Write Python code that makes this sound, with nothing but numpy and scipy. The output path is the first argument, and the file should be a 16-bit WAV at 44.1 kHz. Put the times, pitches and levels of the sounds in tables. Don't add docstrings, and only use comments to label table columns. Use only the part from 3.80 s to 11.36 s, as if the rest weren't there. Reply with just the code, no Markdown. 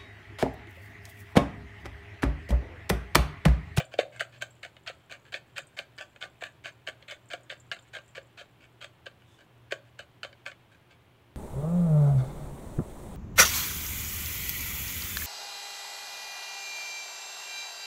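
import sys
import numpy as np
from scipy import signal
from scipy.fft import rfft, irfft
from scipy.io import wavfile
from scipy.ndimage import uniform_filter1d

SR = 44100
rng = np.random.default_rng(int(sys.argv[2]) if len(sys.argv) > 2 else 0)


def generate_wav(sig):
    pcm = np.round(np.clip(np.atleast_2d(sig).T, -1, 1) * 32767).astype(np.int16)
    wavfile.write(sys.argv[1], SR, pcm)


N = 333396

# start_s, slide_length_s, slide_db, slap_s, slap_db, sizzle_db, thud_s, thud_db, cap_pitch_hz
STROKES = [(0, .004, -39, .0005, -32, -49, .001, -27, 610),
           (.113, .021, -53, .138, -46, -57, .139, -35, 600),
           (.181, .031, -38.5, .197, -27, -44, .188, -12.5, 590),
           (.394, .012, -36, .407, -22, -39, .412, -33, 630),
           (.607, .024, -43.5, .621, -28, -40, .623, -35, 690),
           (.825, .025, -45.5, .832, -37, -51, .848, -42, 660),
           (1.061, .032, -43, 1.075, -34, -53, 1.097, -39, 675),
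           (1.296, .050, -49.5, 1.323, -38, -48, 1.314, -42, 670),
           (1.520, .042, -43, 1.5405, -27, -54, 1.546, -39, 630),
           (1.756, .033, -41.5, 1.780, -29, -43, 1.788, -45, 615),
           (1.966, .040, -44, 1.989, -28.5, -47, 1.992, -41, 720),
           (2.177, .046, -44, 2.184, -40, -62, 2.205, -44, 620),
           (2.407, .039, -43.5, 2.4245, -31.5, -62, 2.438, -41, 565),
           (2.607, .070, -46, 2.637, -34, -48, 2.622, -34, 640),
           (2.838, .048, -44.5, 2.856, -34, -55, 2.857, -40, 645),
           (3.066, .020, -38, 3.073, -34, -64, 3.084, -36, 705),
           (3.278, .051, -45, 3.311, -37, -49, 3.320, -42, 580),
           (3.500, .040, -44, 3.533, -32, -49, 3.536, -31, 640),
           (3.693, .035, -45, 3.700, -34, -62, 3.722, -42, 560),
           (3.915, .013, -38.5, 3.9145, -27, -53, 3.921, -45, 615),
           (4.130, .036, -43.5, 4.150, -36.5, -55, 4.166, -39, 590),
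           (4.348, .024, -45.5, 4.353, -46, -65, 4.378, -36, 547),
           (4.571, .040, -48.5, 4.584, -46, -70, 4.611, -46, 540),
           (5.007, .036, -46.5, 5.044, -42, -53, 5.043, -46, 550),
           (5.257, .005, -45, 5.265, -39, -70, 5.267, -41, 520),
           (5.905, .020, -41.5, 5.921, -27, -42, 5.922, -26, 510),
           (6.185, .025, -50, 6.191, -38.5, -52, 6.193, -41, 605),
           (6.431, .016, -43, 6.4315, -30, -51, 6.447, -37, 570),
           (6.654, .029, -43.5, 6.663, -31, -51, 6.665, -43, 630)]
# start_s, length_s, level_db
SHIFTS = [(.32, .06, -55), (.52, .045, -58), (4.802, .042, -59), (1.45, .035, -61), (5.583, .04, -60),
          (6.911, .044, -62.5), (7.099, .032, -61)]
# time_s, level_db
CLICKS = [(.3616, -49), (.966, -49), (1.452, -55), (2.361, -47), (3.225, -49), (3.965, -47), (3.989, -51),
          (4.186, -44), (5.42, -58), (6.528, -50), (6.716, -45)]
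# pitch_hz, width_hz, relative_db
CAP_MODES = [(376, 144, -15.5), (556.7, 62.5, 1.5), (682, 91, 1.5), (800, 78, -3)]
# pitch_hz, width_hz, relative_db
WALL_MODES = [(1169, 30, -8.5), (1416, 228, -6), (1615, 262, 2), (1780, 250, -2), (2238, 177, -3.5),
              (2583, 270, -6), (3064, 120, -3), (3580, 253, -10), (4400, 580, -15)]
# pitch_hz, width_hz, relative_db
GRAIN_MODES = [(6450, 610, 3), (7760, 1210, 1), (12100, 830, -12), (14600, 3800, -17.5)]
# pitch_hz, width_hz, relative_db
STEEL_MODES = [(7110, 144, -1), (7300, 83, 3.5), (8150, 310, -6)]
# time_s, peak_db
TICKS = [(0.05, -49.5), (0.3616, -52), (0.7053, -54.5), (1.8188, -52), (1.8692, -49.5), (3.486, -52),
         (3.6326, -54), (3.799, -50), (4.0238, -55.5), (4.2786, -54)]
# time_s, level_db
SPRINKLE = [(0, -81), (.75, -74), (1.2, -83), (1.9, -80), (2.5, -81), (3.1, -85), (3.8, -77), (4.3, -79),
            (4.8, -89), (7.56, -97)]
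# pitch_hz, t60_s
KITCHEN_T60 = [(300, 0.25), (600, 0.32), (1500, 0.2), (3000, 0.32), (7000, 0.15), (14000, 0.53)]
# pitch_hz, relative_db
KITCHEN_COLOUR = [(250, -2), (600, 3), (1200, 5), (3000, -1), (7000, 8.5), (14000, -5.5)]
# pitch_hz, relative_db_per_hz
AIR_SPECTRUM = [(20, -20), (45, -31), (70, -9), (135, -7.5), (210, -17), (360, -14.5), (480, -19.5),
                (900, -20.5), (1600, -25), (3200, -27), (4700, -39), (7000, -44), (15500, -44)]
# time_s, rms_db
HUM = [(0, -67.5), (.3, -61), (.6, -56.5), (1.0, -67.5), (2.1, -65.5), (3.5, -68), (3.9, -62), (4.3, -65),
       (5.4, -67), (5.7, -62.5), (6.1, -63.5), (7.56, -71.5)]

SLAP_CAP_DB, TOUCH_SIZZLE_DB = -17, -19
USUAL_THUD_DB, THUD_WALL_DB, THUD_WALL_SHARE = -40, -40, .55
THUD_SIZZLE_DB = -5
REBOUND_S, REBOUND_DB = .04, -21
TOUCH_S, TOUCH_DB = .007, 1
RETURN_S, RETURN_LENGTH_S, RETURN_DB = .13, .05, -29
BRUSH_START_S, BRUSH_LENGTH_S, BRUSH_DB = 5.43, .2, -76
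SQUEAK_HZ, SQUEAK_WIDTH_HZ, SQUEAK_DB = 3550, 170, 6
AIR_DB, HUM_HZ, CUTOFF_HZ = -61, 119.3, 15700


def clumps(slap_trim_db=-0.5, thud_trim_db=-1.0):
    out = np.zeros(N)
    for start, _, slide_db, slap_s, slap_db, sizzle_db, thud_s, thud_db, cap_hz in STROKES:
        touch = clump(slide_db, slide_db + SLAP_CAP_DB, slide_db + TOUCH_SIZZLE_DB, cap_hz)
        add(out, start + TOUCH_S, from_db(TOUCH_DB) * touch)
        slap = clump(slap_db + slap_trim_db, slap_db + SLAP_CAP_DB, sizzle_db, cap_hz)
        add(out, slap_s, slap)
        wall_db = THUD_WALL_DB + THUD_WALL_SHARE * (thud_db - USUAL_THUD_DB)
        rebound_s = thud_s + REBOUND_S * rng.uniform(.85, 1.15)
        for s, db in (thud_s, thud_trim_db), (rebound_s, REBOUND_DB):
            thud = clump(wall_db, thud_db, sizzle_db + THUD_SIZZLE_DB, cap_hz)
            add(out, s, from_db(db) * thud)
    return out


def clump(wall_db, cap_db, sizzle_db, cap_hz, crush_s=0.0019, knock=1.7, push=1.0):
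    t = np.arange(SR // 12) / SR
    force = grains(len(t), 8100, 4.9) * np.exp(-t / crush_s)
    add(force, 0, [knock])
    add(force, 0, push * np.hanning(SR // 900))
    out = 0
    for part, db in zip(jar(force, cap_hz), (wall_db, cap_db, sizzle_db)):
        loudest = np.sqrt(uniform_filter1d(part ** 2, size=128).max())
        out = out + from_db(db) * part / loudest
    return out


def jar(force, cap_hz=620, echo_db=-6.5, echo_s=0.0082):
    t = np.arange(SR // 30) / SR
    echoes = rng.standard_normal(len(t)) * np.exp(-t / echo_s) * (t > .002)
    echoes = echoes / np.linalg.norm(echoes)
    force = force + from_db(echo_db) * signal.fftconvolve(force, echoes)[:len(force)]
    wall_modes = scattered(WALL_MODES, detune=.028, uneven_db=2.0)
    wall = band(resonate(force, wall_modes), 800, 5200, order=3)
    loaded = [(hz, width, db - .1 * max(hz - 1.1 * cap_hz, 0)) for hz, width, db in CAP_MODES]
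    cap_modes = scattered(loaded, detune=.02, uneven_db=1.0)
    cap = band(resonate(force, cap_modes), 170, 1.5 * cap_hz, order=3)
    sizzle = band(resonate(force, GRAIN_MODES), 5200, 18000)
    return wall, cap, sizzle


def slides(swell_s=0.0047, settle_s=0.011, linger_db=-20.5, linger_s=.035, cap_db=-9.0, sizzle_db=-17.0):
    out, t = np.zeros(N), np.arange(SR // 5) / SR
    down = [row[:3] for row in STROKES]
    back = [(start + RETURN_S, RETURN_LENGTH_S, db + RETURN_DB) for start, _, db in down]
    for start, length, db in down + back + list(SHIFTS):
        after = np.maximum(t - length, 0)
        swell = 1 - .75 * np.exp(-t / swell_s)
        settling = np.exp(-after / settle_s)
        rolling_on = from_db(linger_db) * np.exp(-after / linger_s)
        flow = swell * (settling + rolling_on)
        wall, cap, sizzle = map(rms_one, jar(flow * grains(len(t), 1900, 4.4)))
        mix = wall + from_db(cap_db) * cap + from_db(sizzle_db) * sizzle
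        add(out, start, from_db(db) * np.sqrt(np.mean(flow ** 2)) * mix)
    return out


def clicks(cap_hz=580, cap_db=-8):
    out = np.zeros(N)
    for s, db in CLICKS:
        add(out, s, clump(db, db + cap_db, db + TOUCH_SIZZLE_DB, cap_hz, crush_s=.0012))
    return out


def brush(low_hz=3500, high_hz=8500):
    out = np.zeros(N)
    swell = np.sqrt(np.hanning(int(BRUSH_LENGTH_S * SR)))
    rub = grains(len(swell), 6000, 3.0)
    hiss = rms_one(band(rub, low_hz, high_hz))
    squeak = rms_one(resonate(rub, [(SQUEAK_HZ, SQUEAK_WIDTH_HZ, 0)]))
    add(out, BRUSH_START_S, from_db(BRUSH_DB) * swell * (hiss + from_db(SQUEAK_DB) * squeak))
    return out


def steel(tick_db=0.0, skitter_s=0.0044):
    out, t = np.zeros(N), np.arange(SR // 20) / SR
    for s, db in TICKS:
        skitter = grains(len(t), 4000, 2.0) * np.exp(-t / skitter_s)
        tick = resonate(skitter, scattered(STEEL_MODES, detune=.025, uneven_db=3.0))
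        add(out, s, from_db(db + tick_db) * tick / np.abs(tick).max())
    sprinkle = 0
    for spot in range(12):
        spot_modes = scattered(STEEL_MODES, detune=.035, uneven_db=3.0)
        sprinkle = sprinkle + resonate(grains(N, 16, 5.5), spot_modes)
    return out + level(SPRINKLE) * rms_one(sprinkle)


def kitchen(x, room_db=-15.5):
    t, edges = np.arange(SR // 2) / SR, np.geomspace(150, 18000, 9)
    white, tail = rng.standard_normal(len(t)) * (t > .008), 0
    for low, high in zip(edges, edges[1:]):
        hz = np.sqrt(low * high)
        decay_db = at_hz(KITCHEN_COLOUR, hz) - 60 * t / at_hz(KITCHEN_T60, hz)
        tail = tail + band(white, low, high) * from_db(decay_db)
    tail = tail / np.linalg.norm(tail)
    return x + from_db(room_db) * signal.fftconvolve(x, tail)[:N]


def background(wander_rad=0.29):
    t = np.arange(N) / SR
    spectrum = rfft(rng.standard_normal(N))
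    air = irfft(spectrum * from_db(at_hz(AIR_SPECTRUM, np.fft.rfftfreq(N, 1 / SR))), N)
    waver = 1 + .45 * drift(16)
    tone = np.sqrt(2) * np.sin(2 * np.pi * HUM_HZ * t + wander_rad * drift(4))
    return from_db(AIR_DB) * rms_one(air) + level(HUM) * waver * tone


def grains(size, per_s, spread_db):
    born = rng.random(size) < per_s / SR
    strength = from_db(spread_db * np.minimum(rng.exponential(1, size), 4))
    return born * rng.choice([-1, 1], size) * strength


def resonate(x, modes):
    out = 0
    for k, (hz, width, db) in enumerate(modes):
        r = np.exp(-np.pi * width / SR)
        gain = (-1) ** k * from_db(db) * (1 - r * r) / 2
        poles = [1, -2 * r * np.cos(2 * np.pi * hz / SR), r * r]
        out = out + gain * signal.lfilter([1, 0, -1], poles, x + 1e-18)
    return out


def scattered(modes, detune, uneven_db):
    return [(hz * (1 + detune * rng.normal()), width, db + uneven_db * rng.normal())
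            for hz, width, db in modes]


def band(x, low_hz, high_hz, order=2):
    sos = signal.butter(order, [low_hz, min(high_hz, .45 * SR)], "band", fs=SR, output="sos")
    return signal.sosfilt(sos, x + 1e-18)


def drift(rate):
    return np.interp(np.arange(N) / SR * rate, np.arange(1000), rng.standard_normal(1000))


def level(rows):
    return from_db(np.interp(np.arange(N) / SR, *np.transpose(rows)))


def at_hz(points, hz):
    table_hz, values = np.transpose(points)
    return np.interp(np.log(hz + 1e-9), np.log(table_hz), values)


def from_db(db):
    return 10 ** (np.asarray(db) / 20)


def rms_one(x):
    return x / np.sqrt(np.mean(x ** 2) + 1e-20)


def add(out, s, sound):
    i = max(0, round(s * SR))
    out[i:i + len(sound)] += sound[:N - i]


def scene():
    close = clumps() + slides() + clicks() + brush() + steel()
    return (kitchen(close) + background())[None]


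def record(dry):
    return signal.sosfilt(signal.ellip(10, .1, 80, CUTOFF_HZ, fs=SR, output="sos"), dry)


dry = scene()
out = record(dry)
generate_wav(out)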